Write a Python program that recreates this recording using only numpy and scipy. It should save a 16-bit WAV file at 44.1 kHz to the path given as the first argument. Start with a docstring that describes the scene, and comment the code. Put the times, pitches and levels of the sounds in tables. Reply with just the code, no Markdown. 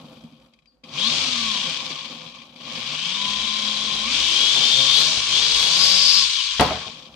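"""A toy quadcopter on a cardboard sheet, close to a phone: four small geared motors coast down, rev three times,
lift it off and drop it back. Gear teeth are uneven noise and their whine is sines on shaft multiples, both
coloured by the plastic frame; the blades hum and hiss. The sheet's modes rumble under the feet until they
leave it, and the landing is a run of noise bursts that ring those modes. Downwash and a faint hush lie below."""
import sys
import numpy as np
from scipy import signal
from scipy.fft import rfft, irfft
from scipy.io import wavfile
from scipy.ndimage import uniform_filter1d

SR = 44100
rng = np.random.default_rng(int(sys.argv[2]) if len(sys.argv) > 2 else 0)


def linear_from_db(decibels):
    """Turn decibels (scalar or array-like) into linear amplitude factors; 0 gives 1."""
    return 10 ** (np.asarray(decibels, float) / 20)


def wrap_up_sound(samples):
    """Save the sound to the file named by the first command line argument, as 16-bit audio."""
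    columns = np.atleast_2d(samples).T
    # keep every value between -1 and 1, then stretch to whole-number steps
    tamed = np.clip(columns, -1, 1)
    steps = np.round(tamed * 32767).astype(np.int16)
    wavfile.write(sys.argv[1], SR, steps)


N = 315519
T = np.arange(N) / SR
LIFT_OFF_S, TOUCHDOWN_S = 6.08, 6.596
COASTING_DB = -15  # drive level without power

# single gear ticks, most as the gears slow or start, one in the third rev, one after touchdown,
# relative levels: start_s, tooth_db, sheet_knock_db
TICKS = [(0.036, -44, -30.5), (0.129, -34, -52), (0.169, -36, -37), (0.237, -34, -28), (0.3238, -42, -37),
         (0.399, -41, -55), (0.419, -44, -50), (0.461, -44, -60), (0.536, -37.5, -52), (0.589, -42, -63),
         (0.622, -51, -70), (0.657, -41, -67), (0.839, -27, -39.5), (0.845, -32, -53), (0.883, -31, -50),
         (2.358, -43, -55), (2.386, -32, -40), (2.419, -29, -58), (2.4944, -43, -60), (2.56, -29, -42),
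         (5.2915, -13, -49), (6.787, -22, -49)]


def unit(x):
    """Scale to rms 1."""
    return x / np.sqrt(np.mean(x ** 2))


def along(table):
    """Columns of a curve over time, sample by sample."""
    s, *columns = np.transpose(table)
    return [np.interp(T, s, c) for c in columns]


def on_log(table):
    """A (Hz, value) table read at every FFT bin."""
    hz, value = np.transpose(table)
    return np.interp(np.log(np.fft.rfftfreq(N, 1 / SR) + 1), np.log(hz), value)


def by_speed(blade_hz, table):
    """A (blade rate Hz, dB) table read at the present speed."""
    hz, db = np.transpose(table)
    return np.interp(np.log(blade_hz), np.log(hz), db)


def law(blade_hz, cruise_db, db_per_doubling):
    """Level in dB that changes by a fixed step each time the speed doubles, from a cruise of 70 Hz."""
    return cruise_db + db_per_doubling * np.log2(blade_hz / 70)


def peaks(modes):
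    """Complex response of a set of (Hz, width Hz, dB) resonances."""
    f = np.fft.rfftfreq(N, 1 / SR)
    return sum(linear_from_db(db) * 1j * f * w / (hz ** 2 - f ** 2 + 1j * f * w) for hz, w, db in modes)


def shape(x, gain):
    """Filter by a response over the FFT bins."""
    return irfft(rfft(x) * gain, N)


def noise(gain):
    """White noise through a response, scaled to rms 1."""
    return unit(shape(rng.standard_normal(N), gain))


def walk(rate):
    """Random levels of about unit rms, a new one every 1 / rate s, joined by straight slopes."""
    knots = rng.standard_normal(int(N / SR * rate) + 2)
    return 1.2 * np.interp(T * rate, np.arange(len(knots)), knots)


def blows(rows, length_s):
    """A noise burst at each (s, dB), falling by a factor e every length_s."""
    out, t = np.zeros(N), np.arange(int(0.026 * SR)) / SR
    for (s, db), burst in zip(rows, rng.standard_normal((len(rows), len(t)))):
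        i = int(s * SR)
        out[i:i + len(t)] += linear_from_db(db) * burst * np.exp(-t / length_s)
    return out


def ring(x, modes):
    """Decaying (Hz, dB, t60 s) modes driven by x."""
    out = np.zeros(N)
    for hz, db, t60 in modes:
        pole = np.exp((2j * np.pi * hz - np.log(1000) / t60) / SR)
        out += linear_from_db(db) * signal.lfilter([1], [1, -pole], x).imag
    return out


def room_hush():
    """Soft, dark noise, independent at the two ports."""
    tone = [(60, -8), (200, 7), (1000, -6), (5000, -14), (8000, -22), (10500, -40), (12000, -55)]
    return linear_from_db(-74) * unit(shape(rng.standard_normal((2, N)), linear_from_db(on_log(tone))))


def downwash():
    """Deep rumble, probably downwash on the microphone; the sheet's boom after touchdown shares its noise."""
    # rumble before its slow drift: time_s, level_db
    wash_curve = [(0, -70), (.64, -69), (.7, -81), (1.0, -74), (1.62, -67), (2.28, -78), (3.2, -64),
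                  (4.18, -52), (4.8, -57), (5.04, -49), (5.86, -54), (6.13, -57), (6.55, -58), (6.8, -72)]
    boom_db, boom_hold_s, boom_t60_s = -44, 0.1, 0.26
    after = T - TOUCHDOWN_S
    boom = (after > 0) * linear_from_db(boom_db - 60 * np.maximum(after - boom_hold_s, 0) / boom_t60_s)
    level = linear_from_db(along(wash_curve)[0] + 2.5 * walk(8)) + boom
    return level * noise(peaks([(55.4, 8.7, 15), (40.3, 26, -14)]) ** 2)


def part_ring():
    """A loose part buzzes on briefly once the gears have slowed: narrow noise bands that decay."""
    # loose part's bands: pitch_hz, level_db, t60_s
    part_modes = [(4420, -73, .5), (4743, -63, .3)]
    start_s, rise_s = 0.67, 0.006
    t = np.maximum(T - start_s, 0)
    rise = np.clip((T - start_s) / rise_s, 0, 1)
    bands = [linear_from_db(db - 60 * t / t60) * noise(peaks([(hz, 45, 0)]) ** 2) for hz, db, t60 in part_modes]
    return rise * sum(bands)


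def clatter():
    """Guards and legs rattle after touchdown: mid-heavy noise that jitters as it decays."""
    start_db, t60_s = -18.5, 0.54
    after = T - TOUCHDOWN_S
    level = (after > 0) * linear_from_db(start_db - 60 * np.maximum(after, 0) / t60_s + 2.5 * walk(250))
    return level * noise(linear_from_db(on_log([(90, -5), (200, -1), (900, 6.5), (2000, -0.5), (5000, -6.0), (12000, -55)])))


def landing():
    """Feet thump the sheet into its modes, with a short crack of plastic and a clatter."""
    # feet meeting the sheet, relative levels: start_s, foot_db, crack_over_foot_db
    contacts = [(5.174, -22.5, -10), (6.5975, -4.5, -6.5), (6.603, -11, -15), (6.61, -8.5, -14),
                (6.617, -8, -18), (6.624, -12.5, -18), (6.631, -16, -20), (6.639, -15, -33),
                (6.661, -19, -22), (6.695, -21, -37), (6.708, -12, -30), (6.714, -17.5, -25),
                (6.722, -21, -25), (6.734, -23, -25), (6.749, -24, -30), (6.775, -28, -30),
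                (6.869, -32, -27), (6.889, -37, -27), (7.094, -46, -33)]
    # sheet modes under the blow, relative levels: pitch_hz, level_db, t60_s
    thump_modes = [(71.6, -1, 0.2), (120, 1, 0.11), (206, -2, 0.12), (100, -8, 0.13), (332, -3, 0.066),
                   (443, -1, 0.11), (642, 7.5, 0.06), (740, 7.5, 0.065), (864, 7.5, 0.05),
                   (1026, 6.5, 0.04), (1280, -3, 0.04), (1583, -8, 0.072), (2200, -6, 0.093),
                   (2630, -16, .04)]
    feet_rows = [row[:2] for row in contacts]
    feet = blows(feet_rows, 0.0022)
    push = np.abs(blows(feet_rows, 0.00023))  # one-way, so it drives the low modes
    thump = 0.026 * ring(0.53 * feet + 0.8 * push, thump_modes)
    # the thump keeps little of its deepest bass, below about 60 Hz
    thump = shape(thump, linear_from_db(on_log([(35, -30), (60, -3), (75, 0), (20000, 0)])))
    crack = blows([(s, db + rel) for s, db, rel in contacts], 0.0027)
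    crack = shape(crack, linear_from_db(on_log([(800, -19), (1600, 7.0), (3000, 10.0), (8000, -4.0), (15000, -16)])))
    return clatter() + thump + crack


def sheet_rumble(rattles, lead_hz):
    """Feet pass the shaking to the sheet: slow gears ring its modes, downwash at speed drums it broadly."""
    # rumble, which stops while the feet are off the sheet: time_s, relative_level_db
    rumble_curve = [(0, -45.5), (.24, -46.5), (.832, -70), (.838, -52.5), (.95, -38.5), (1.1, -34.5),
                    (1.74, -39.5), (2.38, -46), (2.53, -51.5), (2.67, -40), (4.06, -39), (4.13, -38),
                    (5.98, -39), (6.3, -67), (6.59, -83), (6.6, -17), (6.72, -37.5), (6.81, -47),
                    (7.15, -47.5)]
    # sheet resonances: pitch_hz, width_hz, relative_level_db
    sheet_modes = [(63.4, 13, -10), (162, 17, 6.5), (227, 26.3, 7), (507.8, 18.3, 3.5), (730, 18, -32)]
    level_db = along(rumble_curve)[0] + 2.0 * walk(16)
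    rung = unit(shape(rattles.sum(0), peaks(sheet_modes)))
    drummed = noise(linear_from_db(on_log([(60, -61), (130, -3.5), (300, 2.5), (800, 9.5), (1400, 2.0), (2600, -53)])))
    share = np.clip(lead_hz / 560, 0, 1)
    return linear_from_db(level_db - 3.5) * (np.sqrt(1 - share) * rung + np.sqrt(share) * drummed)


def sheet_knocks():
    """Each single gear tick also knocks the sheet: a one-way push into two low resonances."""
    push = np.abs(blows([(s, sheet_db) for s, _, sheet_db in TICKS], 0.0013))
    return 30 * shape(push, peaks([(232, 31, -3.5)]) ** 2 + peaks([(153, 10, -14)]))


def arm_tone(rattles, rattle_db, blade_hz):
    """Gear rattle rings the arms in a narrow band, and one arm sings briefly as the frame settles."""
    # arm resonance: pitch_hz, width_hz, level_db
    arm_modes = [(1076.6, 260, 0)]
    on_s, off_s, sing_db, fade_s = 6.805, 6.872, -42, 0.0051
    over_rattle_db = law(blade_hz, -17.5, -2.5) + 1.27 * walk(14)
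    rung = linear_from_db(rattle_db + over_rattle_db) * unit(shape(rattles.sum(0), peaks(arm_modes) ** 3))
    gate = np.clip(np.minimum(T - on_s, off_s - T) / fade_s, 0, 1)
    return rung + linear_from_db(sing_db) * gate * noise(peaks([(1099, 73, 0)]) ** 2)


def commutator_buzz(turns, drive_db):
    """Commutators buzz on low multiples of the shaft rates, through an arm resonance."""
    # commutator lines: motor_index, multiple_of_shaft_rate, relative_level_db
    buzz_lines = [(0, 2, 4.5), (1, 3, -1), (0, 5, 6)]
    lines = sum(linear_from_db(db + 2.0 * walk(11)) * np.sin(k * turns[round(m)]) for m, k, db in buzz_lines)
    return shape(linear_from_db(-41.5 + drive_db) * lines, 1.35 * peaks([(1079, 180, 0)]) ** 2)


def shaft_hum(turn, lead_hz, drive_db):
    """A sine at the leading shaft rate, lifted near the sheet's resonances and silent in the air."""
    # lifts by the sheet: pitch_hz, width_hz, relative_level_db
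    shaft_peaks = [(232.5, 27.6, 12.6), (140, 14, 2.9)]
    start_hz, air_fade_s = 131, 0.056  # below start_hz the hum fades
    lift = 1 + sum(linear_from_db(db) / (1 + (2 * (lead_hz - hz) / w) ** 2) for hz, w, db in shaft_peaks)
    level = linear_from_db(-46 + drive_db + 2.5 * walk(12)) * lift / (1 + (start_hz / lead_hz) ** 8)
    airborne = np.clip(np.minimum(T - LIFT_OFF_S, TOUCHDOWN_S - T) / air_fade_s, 0, 1)
    return level * (1 - airborne) * np.sin(turn)


def blades(turn, drive_db):
    """One propeller's hum from the turning of its motor shaft; the overtones need load on the blades."""
    # harmonics: multiple_of_blade_rate, relative_level_db
    blade_orders = [(1, 0), (2, -12), (4, -8), (5, -10), (7, -9), (8, -13)]
    hum = np.zeros(N)
    for k, db in blade_orders:
        hum += linear_from_db(db + 1.9 * walk(14) + (k > 1) * drive_db) * np.sin(k * turn / 3 + k * k)
    return hum


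def blade_hum(turns, blade_hz, drive_db):
    """Three propellers hum at a level that follows the leading rotor's speed, the leading one loudest."""
    # hum before drive and drift: blade_rate_hz, relative_level_db
    hum_curve = [(20, -88), (70, -63), (108, -46), (132, -42.5), (160, -44), (195, -39)]
    level_db = by_speed(blade_hz, hum_curve) + 0.39 * drive_db + 6.7 * walk(10)
    return sum(linear_from_db(level_db + rel) * blades(turns[m], drive_db) for m, rel in [(0, 0), (3, -8.5), (2, -13.5)])


def blade_hiss(rattle_db, blade_hz, lead_hz, drive_db):
    """Blades hiss as flickering treble noise at both ports; the finest hiss needs fast blade tips."""
    # hiss colour: pitch_hz, relative_level_db
    air_colour = [(3820, 3), (6500, -2), (11400, -8.5), (13100, -14), (14600, -40), (15000, -88)]
    over_rattle_db = law(blade_hz, -24.5, 3.5) + drive_db / 2 + 3.3 * walk(14)
    hiss = shape(rng.standard_normal((2, N)) * linear_from_db(2.0 * walk(300)), linear_from_db(on_log(air_colour)))
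    fine = shape(hiss, linear_from_db(on_log([(9500, -42), (11500, -1.5), (20000, 0)])))
    hiss = hiss + fine * (np.clip(lead_hz / 500, 0, 2) ** 1.1 - 1)
    return linear_from_db(rattle_db + over_rattle_db) * unit(hiss)


def mesh_gain(hz):
    """The mesh sings best near 5 kHz and not far above; the gear case lifts the whine near 3280 Hz."""
    case = 0.6 / (1 + (2 * (hz - 3280) / 450) ** 2)
    return (0.8 + 0.8 * (hz / 5000) ** 4 + case) / (1 + (hz / 5500) ** 18)


def gears(shaft_hz, whine_db, orders):
    """One motor: teeth rattle unevenly over each turn; what repeats every turn whines on shaft multiples."""
    unsteady_hz = shaft_hz * (1 + 0.001 * walk(60) + 0.002 * walk(12))
    turn = 2 * np.pi * np.cumsum(unsteady_hz) / SR + rng.uniform(0, 40)
    # the big gear turns once in six and runs off-centre, and one pinion tooth strikes hardest
    wobble = 1 + 0.17 * np.cos(turn / 6)
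    knock = 1 + 0.64 * np.exp(2 * (np.cos(turn) - 1))
    # slow gears strike tooth by tooth, fast ones blur
    teeth = linear_from_db(1.85 * walk(700) + 5.5 * walk(140) * np.exp(-shaft_hz / 110))
    rattle = rng.standard_normal(N) * knock * teeth
    # the off-centre gear also hurries and delays the teeth: each line spreads into a cluster, less at full speed
    sway = 0.45 * np.sin(turn / 6) + 0.3 * np.sin(turn / 3)
    sway = sway * np.clip((400 / shaft_hz) ** 2.5, 0, 1)
    whine = np.zeros(N)
    for k, db in orders:
        whine += linear_from_db(db + 2.7 * walk(70)) * mesh_gain(k * shaft_hz) * np.sin(k * turn + k * k + sway)
    return wobble * rattle / 1.09, wobble * linear_from_db(whine_db) * whine, turn


def four_motors(lead_hz, drive_db):
    """Rattle, whine and turning of each motor; the other three keep a changing speed ratio to the leading one."""
    # the other three motors, driven and then falling after power is cut, one table each:
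    # time_s, shaft_hz, relative_whine_db
    motor_curves = [
        [(4.04, 235, -12), (4.08, 262, -4), (4.14, 295, -9), (4.2, 320, -9), (4.3, 338, -7), (4.44, 363, -6),
         (4.62, 389, -8), (4.7, 391, -7), (4.88, 387, -7), (4.94, 402, -3), (5.0, 430, -5), (5.05, 455, -11),
         (5.12, 479, -18), (5.26, 320, -22), (5.35, 355, -8), (5.45, 415, -15), (5.65, 477, -24),
         (5.83, 545, -20), (5.93, 557, -8), (6.02, 566, -3), (6.1, 576, 1), (6.17, 588, 2), (6.22, 572, -2),
         (6.26, 525, -10), (6.36, 375, 2), (6.4, 335, 9), (6.43, 300, 4), (6.5, 270, -19)],
        [(4.38, 362, -18), (4.54, 392, -11), (4.7, 405, -8), (4.86, 402, -10), (4.95, 420, -6), (5.06, 478, -8),
         (5.12, 480, -24), (5.78, 535, -24), (5.83, 560, -4), (5.9, 575, 1), (5.95, 582, -1), (6.02, 591, -1),
         (6.08, 598, -2), (6.17, 613, -3), (6.22, 595, -3), (6.26, 545, -3), (6.33, 520, 5), (6.42, 510, 7),
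         (6.5, 480, 3), (6.58, 400, -19)],
        [(5.3, 345, -20), (5.38, 395, -8), (5.47, 428, -9), (5.54, 419, -9), (5.7, 421, -8), (5.84, 428, -12),
         (6.05, 430, -12), (6.2, 445, -12), (6.28, 428, -4), (6.35, 422, 4), (6.46, 385, -2), (6.5, 362, 8),
         (6.55, 335, -4), (6.6, 310, -19)],
    ]
    # their gear whine, nine teeth on the pinion: multiple_of_shaft_rate, relative_level_db
    whine_orders = [(7, 6), (8, 14), (9, 16.5), (10, 10), (11, 12), (12, 5)]
    # how clearly the leading motor whines: time_s, relative_level_db
    lead_whine = [(.9, -20), (.99, -4), (1.08, -4), (1.15, -11), (1.35, -16), (1.55, -10), (1.68, -14),
                  (1.76, -18), (2.6, -20), (2.75, -12), (3.0, -9), (3.3, -7), (4.0, -7), (4.12, -17),
                  (4.3, -20), (4.6, -7), (5.1, -16), (5.45, -16), (5.52, -2), (5.66, 3), (5.72, 12),
                  (5.77, 15), (5.83, 14), (5.9, 9), (6.0, 11), (6.1, 14), (6.18, 12), (6.23, 8), (6.3, -24)]
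    # leading motor's whine: multiple_of_shaft_rate, relative_level_db
    lead_orders = [(7, -10), (8, -8), (9, 1), (11, -5), (13, 0), (15, 11.5), (16, 10), (17, 9), (18, 10),
                   (19, 13.5), (22, 4)]
    idle_whine_db = -19  # outside each motor's table
    parts = [gears(lead_hz, along(lead_whine)[0] + drive_db, lead_orders)]
    for table in motor_curves:
        s, hz, db = np.transpose(table)
        ratio = np.interp(T, s, hz / np.interp(s, T, lead_hz))
        whine_db = np.interp(T, s, db, left=idle_whine_db, right=idle_whine_db)
        parts.append(gears(ratio * lead_hz, whine_db + drive_db, whine_orders))
    return [np.array(c) for c in zip(*parts)]


def gear_sound(rattles, whines, rattle_db, lead_hz):
    """Rattle and whine through the plastic frame, plus single ticks that ring the gear case."""
    # frame colour: pitch_hz, relative_level_db
    frame_colour = [(760, -59), (1300, -11), (1970, -12.5), (2270, -7), (2650, -3.5), (3250, -1),
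                    (4110, -2.5), (4620, -2), (5900, -3), (7500, -14.5), (9750, -27), (16500, -120)]
    # frame resonances: pitch_hz, width_hz, relative_level_db
    frame_modes = [(2318, 54, 1.5), (3275, 780, -3), (4800, 44, -59)]
    # gear case resonances under single teeth: pitch_hz, width_hz, relative_level_db
    case_modes = [(2444, 153, -0.5), (3210, 204, -4.5), (3880, 87, -6), (4590, 180, -6.5)]
    frame = linear_from_db(on_log(frame_colour)) * (1 + peaks(frame_modes))
    norm = np.std(shape(rattles[0], frame)) * 1.57
    # the ports hear two motors' rattle each
    pair = np.array([rattles[0] + rattles[1], rattles[2] + rattles[3]])
    # faster gears sound brighter
    upper = shape(pair, linear_from_db(on_log([(3000, -15), (4200, -3.0), (9000, 3.0)])))
    pair = pair + upper * (np.clip(lead_hz / 300, 0.1, 3) ** 0.5 - 1)
    whine = whines.sum(0)
    pair = pair + 0.12 * np.array([whine, 0.48 * np.roll(whine, -3)])
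    # slow gears go more through the case than the frame
    slow = np.exp(-lead_hz / 130)
    body = shape(linear_from_db(rattle_db) * np.sqrt(1 - 1.08 * slow) * pair, frame) / norm
    ticks = np.array([blows([row[:2] for row in TICKS], 0.0066) for _ in range(2)])
    case = peaks(case_modes) * linear_from_db(on_log([(800, -35), (1700, -3.0), (5000, -4), (7000, -5), (12000, -21)]))
    return body + shape(1.86 * linear_from_db(rattle_db) * np.sqrt(slow) * pair + 2.16 * ticks, case)


def power_db():
    """0 dB while the motors are driven, lower while they coast."""
    # spans under power: on_s, off_s
    power_spans = [(.834, 1.76), (2.558, 5.15), (5.28, 6.27)]
    on_fade_s, off_fade_s = 0.004, 0.067
    on = 0
    for a, b in power_spans:
        on = on + np.clip(np.minimum((T - a) / on_fade_s, (b - T) / off_fade_s) + 0.5, 0, 1)
    return COASTING_DB * (1 - on)


def drone():
    """Four motors share one speed curve: gears and hiss as a pair for the two ports, the low sounds as one."""
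    # speed of the leading rotor: time_s, blade_rate_hz
    speed_curve = [(0, 29), (.61, 12), (.83, 12), (.965, 49), (1.02, 66), (1.084, 78.5), (1.144, 90.4),
                   (1.18, 90), (1.486, 73), (1.8, 47), (2.5, 20), (3.126, 62.5), (3.2, 67.2), (3.6, 70.3),
                   (4.04, 69.6), (4.19, 102.3), (4.418, 121), (4.52, 128.3), (4.814, 134.7), (4.886, 134),
                   (5.058, 159.4), (5.148, 154.8), (5.25, 102.5), (5.46, 144), (5.536, 155), (5.698, 162.7),
                   (5.805, 184.5), (6.0, 186.5), (6.112, 191.5), (6.174, 196), (6.386, 124), (6.54, 77.4),
                   (7.15, 25)]
    # gear rattle: time_s, relative_level_db
    rattle_curve = [(0, -49), (.25, -53), (.55, -63.5), (.832, -84), (.836, -48), (.88, -45), (.98, -26),
                    (1.06, -23.5), (1.14, -21.5), (1.55, -24), (1.74, -25.5), (2.38, -39.5), (2.555, -48.5),
                    (2.56, -47), (2.6, -38.5), (2.72, -29.5), (2.99, -25.5), (4.06, -25), (4.14, -21),
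                    (5.09, -20), (5.22, -22.5), (5.37, -20), (6.19, -20), (6.3, -23.5), (6.62, -26),
                    (6.8, -31), (7.15, -47)]
    blade_hz = uniform_filter1d(along(speed_curve)[0], SR // 25)
    lead_hz = 3 * blade_hz  # shaft rate: two blades, geared six to one
    drive_db = power_db()
    # unloaded gears chatter unevenly
    rattle_db = along(rattle_curve)[0] + 0.8 * drive_db / COASTING_DB * walk(110)
    rattles, whines, turns = four_motors(lead_hz, drive_db)
    pair = gear_sound(rattles, whines, rattle_db, lead_hz)
    pair = pair + blade_hiss(rattle_db, blade_hz, lead_hz, drive_db)
    low = blade_hum(turns, blade_hz, drive_db) + shaft_hum(turns[0], lead_hz, drive_db)
    low = low + arm_tone(rattles, rattle_db, blade_hz) + commutator_buzz(turns, drive_db)
    return pair, low + sheet_rumble(rattles, lead_hz) + sheet_knocks()


def scene():
    """Machine, downwash, landing and a hushed room, spread over two microphone ports."""
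    # balance of the ports: pitch_hz, left_minus_right_db
    port_balance = [(60, -9.5), (110, 3.5), (200, -2), (380, 0.5), (690, -0.5), (1280, 5.5), (2360, 4.5),
                    (4360, 12.5), (5800, -1), (8040, -12), (14800, -13.5)]
    # power the right port shares with the left: pitch_hz, likeness (0 to 1)
    likeness = [(30, .97), (300, .93), (640, .7), (1400, .3), (3000, .04), (6000, .01)]
    (first, second), low = drone()
    near = low + downwash() + landing() + part_ring()
    alike = np.clip(on_log(likeness), 0, 1) ** 0.5
    tilt = linear_from_db(on_log(port_balance) / 2)
    # a later copy off the walls makes the near sounds differ a little between the ports
    other = second + np.roll(near, int(0.011 * SR))
    left = shape(first + near, tilt)
    right = shape(first + near, alike / tilt) + shape(other, np.sqrt(1 - alike ** 2) / tilt)
    return np.array([left, right]) + room_hush()


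def band_limit(x):
    """A steep low-pass at the top of the band."""
    return signal.sosfilt(signal.butter(12, 15430, fs=SR, output="sos"), x)


def record(dry):
    """The phone drops the deepest bass, rounds the loudest peaks and cuts the top."""
    bottom = signal.butter(2, 40, "high", fs=SR, output="sos")
    top = signal.ellip(8, 0.2, 60, 14200, fs=SR, output="sos")
    rounded = np.tanh(0.78 * signal.sosfilt(bottom, dry)) / 0.79
    return band_limit(signal.sosfilt(top, rounded))


dry = scene()
out = record(dry)
wrap_up_sound(out)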